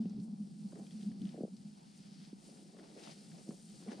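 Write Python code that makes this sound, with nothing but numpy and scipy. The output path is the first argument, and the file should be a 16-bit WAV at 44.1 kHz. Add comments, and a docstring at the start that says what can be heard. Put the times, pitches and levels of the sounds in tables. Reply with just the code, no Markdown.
"""A tent on a snowfield at night, heard in stereo from its doorway. From the start, wind buffets the
microphone, whose housing drones near 200 Hz, and drives fine snow hissing over the fabric. Close by,
someone shifts about: nylon ticks and packed snow crunches. Dull thumps come from snow giving way, hardest
around 1.4 s, and twice from wind pushing on the microphone. The wind then eases; from about 3 s the
nylon swishes louder and the snow crunches again."""
import sys
import numpy as np
from scipy import signal
from scipy.io import wavfile

SR = 44100
rng = np.random.default_rng(int(sys.argv[2]) if len(sys.argv) > 2 else 0)


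def store_pcm(level_fs):
    """Save levels as 16-bit WAV."""
    pcm = np.round(np.clip(level_fs, -1, 1) * 32767).astype(np.int16)
    wavfile.write(sys.argv[1], SR, np.atleast_2d(pcm).T)


N = 176400

# Wind at the microphone. Each row: time in seconds, level of the drone in dB.
WIND_LEVEL = [(0, -50), (.42, -55.5), (.52, -53), (.9, -53), (1.2, -47), (1.45, -59), (1.82, -60.5),
              (2.1, -57.5), (2.4, -61), (3.05, -63), (3.3, -56), (3.6, -62.5), (3.82, -60), (4, -56.5)]
# Single buffets, then deep puffs. Each row: centre in seconds, level in dB, half length in seconds.
WIND_BUFFETS = [(.012, -32, 0.018), (.064, -32.5, 0.011), (.118, -40, 0.0095), (.16, -41, 0.013),
                (.25, -43.5, 0.044), (.295, -39.5, 0.012), (.335, -37, 0.0058), (.408, -38, 0.0058),
                (.437, -43, 0.028), (.66, -36.5, 0.01), (.745, -47.5, 0.0069), (.83, -44.5, 0.013),
                (.95, -44.5, 0.014), (1.045, -48.5, 0.044), (1.079, -36.5, 0.02), (1.118, -35.5, 0.0052),
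                (1.253, -40.5, 0.015), (1.535, -45, 0.012), (1.668, -50, 0.021), (3.497, -43.5, 0.0049),
                (3.71, -55, 0.014), (3.892, -41, 0.0082), (3.98, -53, 0.03)]
WIND_PUFFS = [(.02, -49.5, 0.046), (.188, -45, 0.031), (1.235, -44.5, 0.021), (1.62, -63, 0.12),
              (3.755, -56, 0.013)]
# Close rumble, puffs and far wind. Each row: frequency in Hz, relative level in dB.
RUMBLE_COLOUR = [(122, -19), (142, -13), (170, 17.5), (230, 1.5), (310, -4), (420, -18), (800, -33),
                 (1100, -36)]
DEEP_PUFF_COLOUR = [(30, -21), (70, -8), (110, -3), (155, 9.5), (270, 14.5), (400, -29.5)]
FAR_WIND_COLOUR = [(22, -14), (45, 12), (90, -13.5), (200, 3), (330, 7), (550, 5.5), (760, 6.5),
                   (1040, -17), (1400, 8), (1900, -41.5), (3000, -40)]
# How alike left and right are. Each row: frequency in Hz, coherence (limited to -1..1 in use).
STEREO_LIKENESS = [(30, 0.46), (150, 0.77), (390, 0.35), (620, -1.04), (980, -0.36), (1560, -0.22),
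                   (2500, 0.62), (4000, 1), (6300, 0.58), (9000, 0.4), (14000, -0.32)]
# Blown snow, high sizzle and lower hiss. Each row: time in seconds, relative level in dB.
SIZZLE_LEVEL = [(0, -82), (0.17, -82), (0.24, -72), (0.27, -79.5), (0.8, -71), (1.05, -70.5), (1.15, -80),
                (1.21, -74), (1.64, -75), (1.94, -76), (1.97, -69.5), (2.02, -75.5), (2.38, -74.5),
                (2.46, -67), (2.81, -75), (2.95, -72.5), (3.02, -68), (3.21, -68.5), (3.8, -66.5),
                (3.87, -71.5), (4.0, -72.5)]
HISS_LEVEL = [(0, -72.5), (0.24, -74.5), (0.27, -77.5), (1.02, -68.5), (1.16, -72), (1.28, -70.5),
              (1.45, -75), (2.24, -67), (2.38, -76.5), (2.45, -69), (2.71, -72.5), (2.93, -69.5),
              (3.07, -64.5), (3.16, -66), (3.65, -71), (3.7, -68), (4.0, -66.5)]
# Their tone. Each row: frequency in Hz, relative level in dB.
SNOW_SIZZLE_COLOUR = [(4000, -5.5), (6500, -1), (8200, 1), (9500, -1.5), (10500, -10), (14500, -22.5)]
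SNOW_HISS_COLOUR = [(1200, -2.5), (2200, -3.5), (3000, -1), (3900, -0.5), (4600, 3.5), (5800, -2.5),
                    (7500, -12), (11000, -12.5)]
# Snow crunching under shifting weight. Each row: time in seconds, level in dB.
CRUNCH_LEVEL = [(0, -60.5), (.69, -93), (.728, -53), (.748, -65), (.768, -53.5), (.805, -58), (.85, -69),
                (1.15, -69), (1.34, -68), (1.385, -57), (1.435, -58), (1.5, -72.5), (2.3, -84), (2.52, -63),
                (2.72, -67), (2.79, -56.5), (3.08, -58), (3.33, -69.5), (3.385, -52), (3.44, -70.5),
                (3.51, -52.5), (3.58, -72), (3.8, -65.5), (3.9, -52), (4, -53)]
# Its tone. Each row: frequency in Hz, relative level in dB.
SNOW_CRUNCH_COLOUR = [(170, 0), (300, 13), (500, 4), (700, -4), (850, -19.5), (1100, -27), (1500, -13)]
# Dull thumps: snow giving way, plus two low pushes of wind on the microphone (0.187 s and 1.23 s).
# Each row: time of the peak in seconds, relative level in dB, pitch there in Hz.
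DULL_THUMPS = [(.057, -40, 383), (0.187, -36, 200), (0.733, -42, 390), (1.218, -45, 294), (1.23, -52, 170),
               (1.344, -40.5, 590), (1.353, -46.5, 300), (1.378, -39, 563), (1.387, -35.5, 425),
               (1.392, -42, 432), (1.408, -31, 400), (1.412, -44, 240), (1.423, -40, 485),
               (1.436, -27, 470), (1.439, -30, 257), (1.4508, -34, 482), (1.48, -45, 520),
               (2.331, -38.5, 298), (2.491, -49.5, 520), (2.747, -48, 560), (2.769, -48.5, 500),
               (2.83, -55, 570), (2.965, -44.5, 520), (3.491, -35.5, 357), (3.512, -42, 424),
               (3.866, -46, 470), (3.919, -37.5, 396), (3.931, -42, 480)]
# Creases flipping. Each row: start in seconds, relative level in dB, pitch in Hz.
NYLON_TICKS = [(0.057, -69, 2640), (0.096, -63, 5000), (.107, -66.5, 775), (.2, -63.5, 4500),
               (.239, -67, 8050), (.72, -61, 890), (0.727, -70, 1150), (0.762, -69, 1150),
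               (0.791, -74, 1290), (.867, -61, 3200), (0.909, -60, 3270), (.915, -63, 3230),
               (1.012, -63, 3300), (1.029, -60, 3600), (1.116, -66, 1770), (1.217, -60.5, 3430),
               (1.253, -58.5, 3370), (1.271, -59, 3480), (1.291, -56, 3210), (1.5667, -61.5, 4300),
               (1.975, -62, 7000), (2.572, -67, 1510), (2.766, -63, 1390), (2.788, -59, 2010),
               (2.796, -61, 1650), (2.829, -64, 890), (3.073, -57.5, 980), (3.317, -61, 1870),
               (3.488, -59, 5000), (3.507, -59.5, 1290), (3.885, -57.5, 2200)]
# Moving cloth. Each row: centre in seconds, level in dB, half length in seconds,
# share of crumpling from 0 to 1 (the rest is sliding).
NYLON_SWISHES = [(.785, -75, .03, 1), (1.025, -75, .018, .05), (1.3, -70, 0.069, 0.16),
                 (2.2, -75, 0.35, .17), (2.89, -69.5, 0.11, 0.66), (3.0, -64, .035, 0.47),
                 (3.067, -56.5, 0.032, 0.078), (3.109, -57, .017, .03), (3.38, -69.5, 0.034, 0.44),
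                 (3.92, -53.5, 0.013, 0.89), (3.96, -67.5, 0.098, 0.83)]
# Sliding and crumpling cloth. Each row: frequency in Hz, relative level in dB.
SLIDING_COLOUR = [(400, 1.5), (800, 6.5), (1200, -11.5), (2000, 1.5), (3200, -1), (5000, -2.5),
                  (7000, -0.5), (10000, -48), (14000, -18)]
CRUMPLING_COLOUR = [(600, 2.5), (900, 5), (1300, 0), (1900, -1.5), (2800, -13.5), (4500, -29)]
# Peaks and dips of the microphone, then of its left port. Each row: centre in Hz, width in Hz, gain in dB.
MICROPHONE_PEAKS = [(570, 170, -0.5), (778, 134, 7)]
LEFT_PORT_PEAKS = [(5270, 520, 2.5), (9030, 680, 9), (11100, 1400, -17)]

DRONE_HZ, DRONE_WIDTH_HZ, BUFFET_WIDTH_HZ = 202.5, 37, 20.3
RUMBLE_DB, CALM_DB, RUMBLE_FOLLOWS = -60, -60.5, 0.72   # rumble in a calm, drone in a calm, dB per dB
FAR_WIND_DB, SIZZLE_TRIM_DB, HISS_TRIM_DB = -73, -0.5, 0.5
THUMP_RISE_S, THUMP_END_HZ, THUMP_SAG = 0.00362, 178, 0.92   # sag: rate of pitch fall per rise time
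THUMP_TRIM_DB, THUMP_RING_DB = -5, 11
TICK_DECAY_S, TICK_WIDTH_SHARE, TICK_LOW_HZ, TICK_HIGH_HZ = 0.004, 0.36, 650, 9000
FADE_IN_S, CUTOFF_HZ = .004, 15000


def from_db(db):
    """Decibels to gain."""
    return 10 ** (np.asarray(db) / 20)


def rms_one(x):
    """Scale to unit rms."""
    return x / np.sqrt(np.mean(x ** 2) + 1e-20)


def in_time(rows):
    """Join (seconds, value) rows by straight lines."""
    return np.interp(np.arange(N) / SR, *np.transpose(rows))


def at_hz(rows, hz):
    """Read (Hz, value) rows on a log axis."""
    frequencies, values = np.transpose(rows)
    return np.interp(np.log(hz), np.log(frequencies), values)


def pan(db):
    """Left and right gains, the left louder by db."""
    return from_db(np.array([[.5], [-.5]]) * db)


def swells(rows):
    """Summed power of bell-shaped swells."""
    t = np.arange(0, N, 20) / SR
    power = sum(from_db(db) ** 2 * np.exp(-np.minimum(((t - centre) / half) ** 2, 100))
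                for centre, db, half in rows)
    return np.interp(np.arange(N) / SR, t, power)


def drift(rate_hz):
    """Slow random wander, rms 1, worked out every 40 samples."""
    pole = np.exp(-80 * np.pi * rate_hz / SR)
    slow = signal.lfilter([1], [1, -2 * pole, pole * pole], rng.standard_normal(N // 40 + 2002))[2000:]
    return np.interp(np.arange(N) / 40, np.arange(len(slow)), rms_one(slow))


def resonate(x, hz, width_hz):
    """One resonance, gain 1 at its peak."""
    r = np.exp(-np.pi * width_hz / SR)
    feedback = [1, -2 * r * np.cos(2 * np.pi * hz / SR), r * r]
    return signal.lfilter(np.array([1, 0, -1]) * (1 - r * r) / 2, feedback, x)


def muffle(x, hz):
    """A steep low-pass."""
    return signal.sosfilt(signal.butter(6, hz, fs=SR, output="sos"), x)


def peaked(x, peaks):
    """Lift or dip the sound around each listed frequency."""
    for hz, width_hz, gain_db in peaks:
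        x = x + (from_db(gain_db) - 1) * resonate(x, hz, width_hz)
    return x


def white():
    """Four strands of white noise."""
    return rng.standard_normal((2, 2, N))


def grains(per_s, spread_db):
    """Four strands of random clicks of uneven size, rms 1."""
    shape = (2, 2, N)
    sizes = from_db(spread_db * np.minimum(rng.exponential(1, shape), 4))
    signs = rng.choice([-1, 1], shape)
    return rms_one(sizes * signs * (rng.random(shape) < per_s / SR)) + 1e-18


def coloured(strands, colour, flicker_db, flicker_hz, bands, likeness=STEREO_LIKENESS):
    """Mix four strands into stereo bands, each with its level, flicker and likeness; rms 1."""
    edges = np.geomspace(colour[0][0], colour[-1][0], bands + 1)
    out, shared_drift = 0, drift(flicker_hz)
    for k, (low, high) in enumerate(zip(edges, edges[1:])):
        bandpass = signal.butter(2, [low, high], "band", fs=SR, output="sos")
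        mid, side = signal.sosfilt(bandpass, strands[k % 2])
        hz = np.sqrt(low * high)
        alike = np.clip(at_hz(likeness, hz), -1, 1)
        gain = from_db(at_hz(colour, hz) + flicker_db * (1.5 * shared_drift + drift(flicker_hz)))
        out = out + gain * (np.sqrt(1 + alike) * mid + np.sqrt(1 - alike) * side * [[1], [-1]])
    return rms_one(out)


def housing_drone(width_hz, evenness):
    """Turbulence through the microphone housing's resonance, its beating partly evened out; rms 1."""
    turbulence = rng.standard_normal(N + SR)
    ringing = resonate(resonate(turbulence, DRONE_HZ, width_hz), DRONE_HZ, width_hz)
    analytic = signal.hilbert(ringing)[SR:]   # its magnitude is the envelope
    analytic = analytic / np.std(analytic)
    return rms_one(analytic.real / (abs(analytic) ** 2 + 0.14) ** (evenness / 2))


def wind():
    """Wind right on the microphone drones, buffets, rumbles and puffs, with the far wind behind it."""
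    force = from_db(in_time(WIND_LEVEL))
    drone = force * housing_drone(DRONE_WIDTH_HZ, evenness=0.17)
    buffets = np.sqrt(swells(WIND_BUFFETS)) * housing_drone(BUFFET_WIDTH_HZ, evenness=0.51)
    rumble = coloured(white(), RUMBLE_COLOUR, flicker_db=1.5, flicker_hz=20, bands=11)
    rumble *= from_db(RUMBLE_DB) * (force / from_db(CALM_DB)) ** RUMBLE_FOLLOWS
    puffs = coloured(white(), DEEP_PUFF_COLOUR,
                     flicker_db=-0.5, flicker_hz=78, bands=6, likeness=[(150, 0.96)])
    puffs = np.sqrt(swells(WIND_PUFFS)) * muffle(puffs, hz=390)
    far_wind = coloured(white(), FAR_WIND_COLOUR, flicker_db=1.33, flicker_hz=7.5, bands=13)
    return drone + buffets + rumble + puffs + from_db(FAR_WIND_DB) * far_wind


def blown_snow():
    """Countless crystals skitter over the tent: a high sizzle, and a lower hiss slightly to the left."""
    sizzle = coloured(grains(per_s=16000, spread_db=4), SNOW_SIZZLE_COLOUR,
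                      flicker_db=0.57, flicker_hz=37, bands=13)
    hiss = coloured(grains(per_s=12000, spread_db=4), SNOW_HISS_COLOUR,
                    flicker_db=-0.3, flicker_hz=13.5, bands=14)
    sizzle *= from_db(in_time(SIZZLE_LEVEL) + SIZZLE_TRIM_DB)
    hiss *= from_db(in_time(HISS_LEVEL) + HISS_TRIM_DB)
    return sizzle + pan(db=1.5) * hiss


def snow_crunch():
    """Packed snow in the doorway breaks in small muffled fractures under a shifting weight."""
    fractures = coloured(grains(per_s=1400, spread_db=4), SNOW_CRUNCH_COLOUR,
                         flicker_db=2.0, flicker_hz=20, bands=9, likeness=[(500, 0.84)])
    return from_db(in_time(CRUNCH_LEVEL)) * fractures


def dull_thumps():
    """Each thump, of snow or wind, is a short rounded push that sags in pitch and rings the housing."""
    age = np.arange(SR // 10) / SR / THUMP_RISE_S   # in rise times
    envelope = (age * np.exp(1 - age)) ** 3
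    pushes = np.zeros(N + SR)
    for peak_s, db, hz in DULL_THUMPS:
        pitch = THUMP_END_HZ + (hz - THUMP_END_HZ) * np.exp(THUMP_SAG * (1 - age))
        phase = 2 * np.pi * np.cumsum(pitch) / SR
        start = int((peak_s - THUMP_RISE_S) * SR)
        pushes[start:start + len(age)] += from_db(db) * envelope * np.sin(phase)
    thumps = muffle(pushes[:N] + 1e-18, hz=633)
    ringing = from_db(THUMP_RING_DB) * resonate(thumps, DRONE_HZ, DRONE_WIDTH_HZ)
    return from_db(THUMP_TRIM_DB) * (thumps + ringing)


def nylon_ticks():
    """Left of centre, each crease flips with a short burst around its own pitch."""
    t = np.arange(SR // 10) / SR
    ticks = np.zeros(N + SR)
    for start_s, db, hz in NYLON_TICKS:
        burst = rng.standard_normal(len(t)) * np.exp(-t / TICK_DECAY_S)
        width_hz = TICK_WIDTH_SHARE * hz
        gain = from_db(db) * np.sqrt(SR / np.pi / width_hz)   # makes up for the narrow band
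        start = int(start_s * SR)
        ticks[start:start + len(t)] += gain * resonate(burst, hz, width_hz)
    bandpass = signal.butter(2, [TICK_LOW_HZ, TICK_HIGH_HZ], "band", fs=SR, output="sos")
    return pan(db=4) * signal.sosfilt(bandpass, ticks[:N] + 1e-18)


def nylon_swishes():
    """Close by and left of centre, cloth slides and crumples in grainy swishes."""
    slide_power = sum((1 - share) * swells([swell]) for *swell, share in NYLON_SWISHES)
    crumple_power = sum(share * swells([swell]) for *swell, share in NYLON_SWISHES)
    slide = coloured(grains(per_s=3400, spread_db=4), SLIDING_COLOUR,
                     flicker_db=1.9, flicker_hz=17, bands=9)
    crumple = coloured(grains(per_s=1100, spread_db=4.5), CRUMPLING_COLOUR,
                       flicker_db=2.3, flicker_hz=55, bands=5)
    return pan(db=4.5) * (np.sqrt(slide_power) * slide + np.sqrt(crumple_power) * crumple)


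def scene():
    """The weather around the tent and the person in its doorway."""
    return wind() + blown_snow() + nylon_swishes() + nylon_ticks() + snow_crunch() + dull_thumps()


def record(dry):
    """The sound eases in; the microphone colours the middle, its left port the treble; the top is cut."""
    fade_in = np.sin(np.pi / 2 * np.minimum(np.arange(N) / (FADE_IN_S * SR), 1)) ** 2
    left, right = peaked(dry * fade_in, MICROPHONE_PEAKS)
    left = peaked(left, LEFT_PORT_PEAKS)
    steep_lowpass = signal.ellip(10, .1, 80, CUTOFF_HZ, fs=SR, output="sos")
    return signal.sosfilt(steep_lowpass, np.array([left, right]))


dry = scene()
out = record(dry)
store_pcm(out)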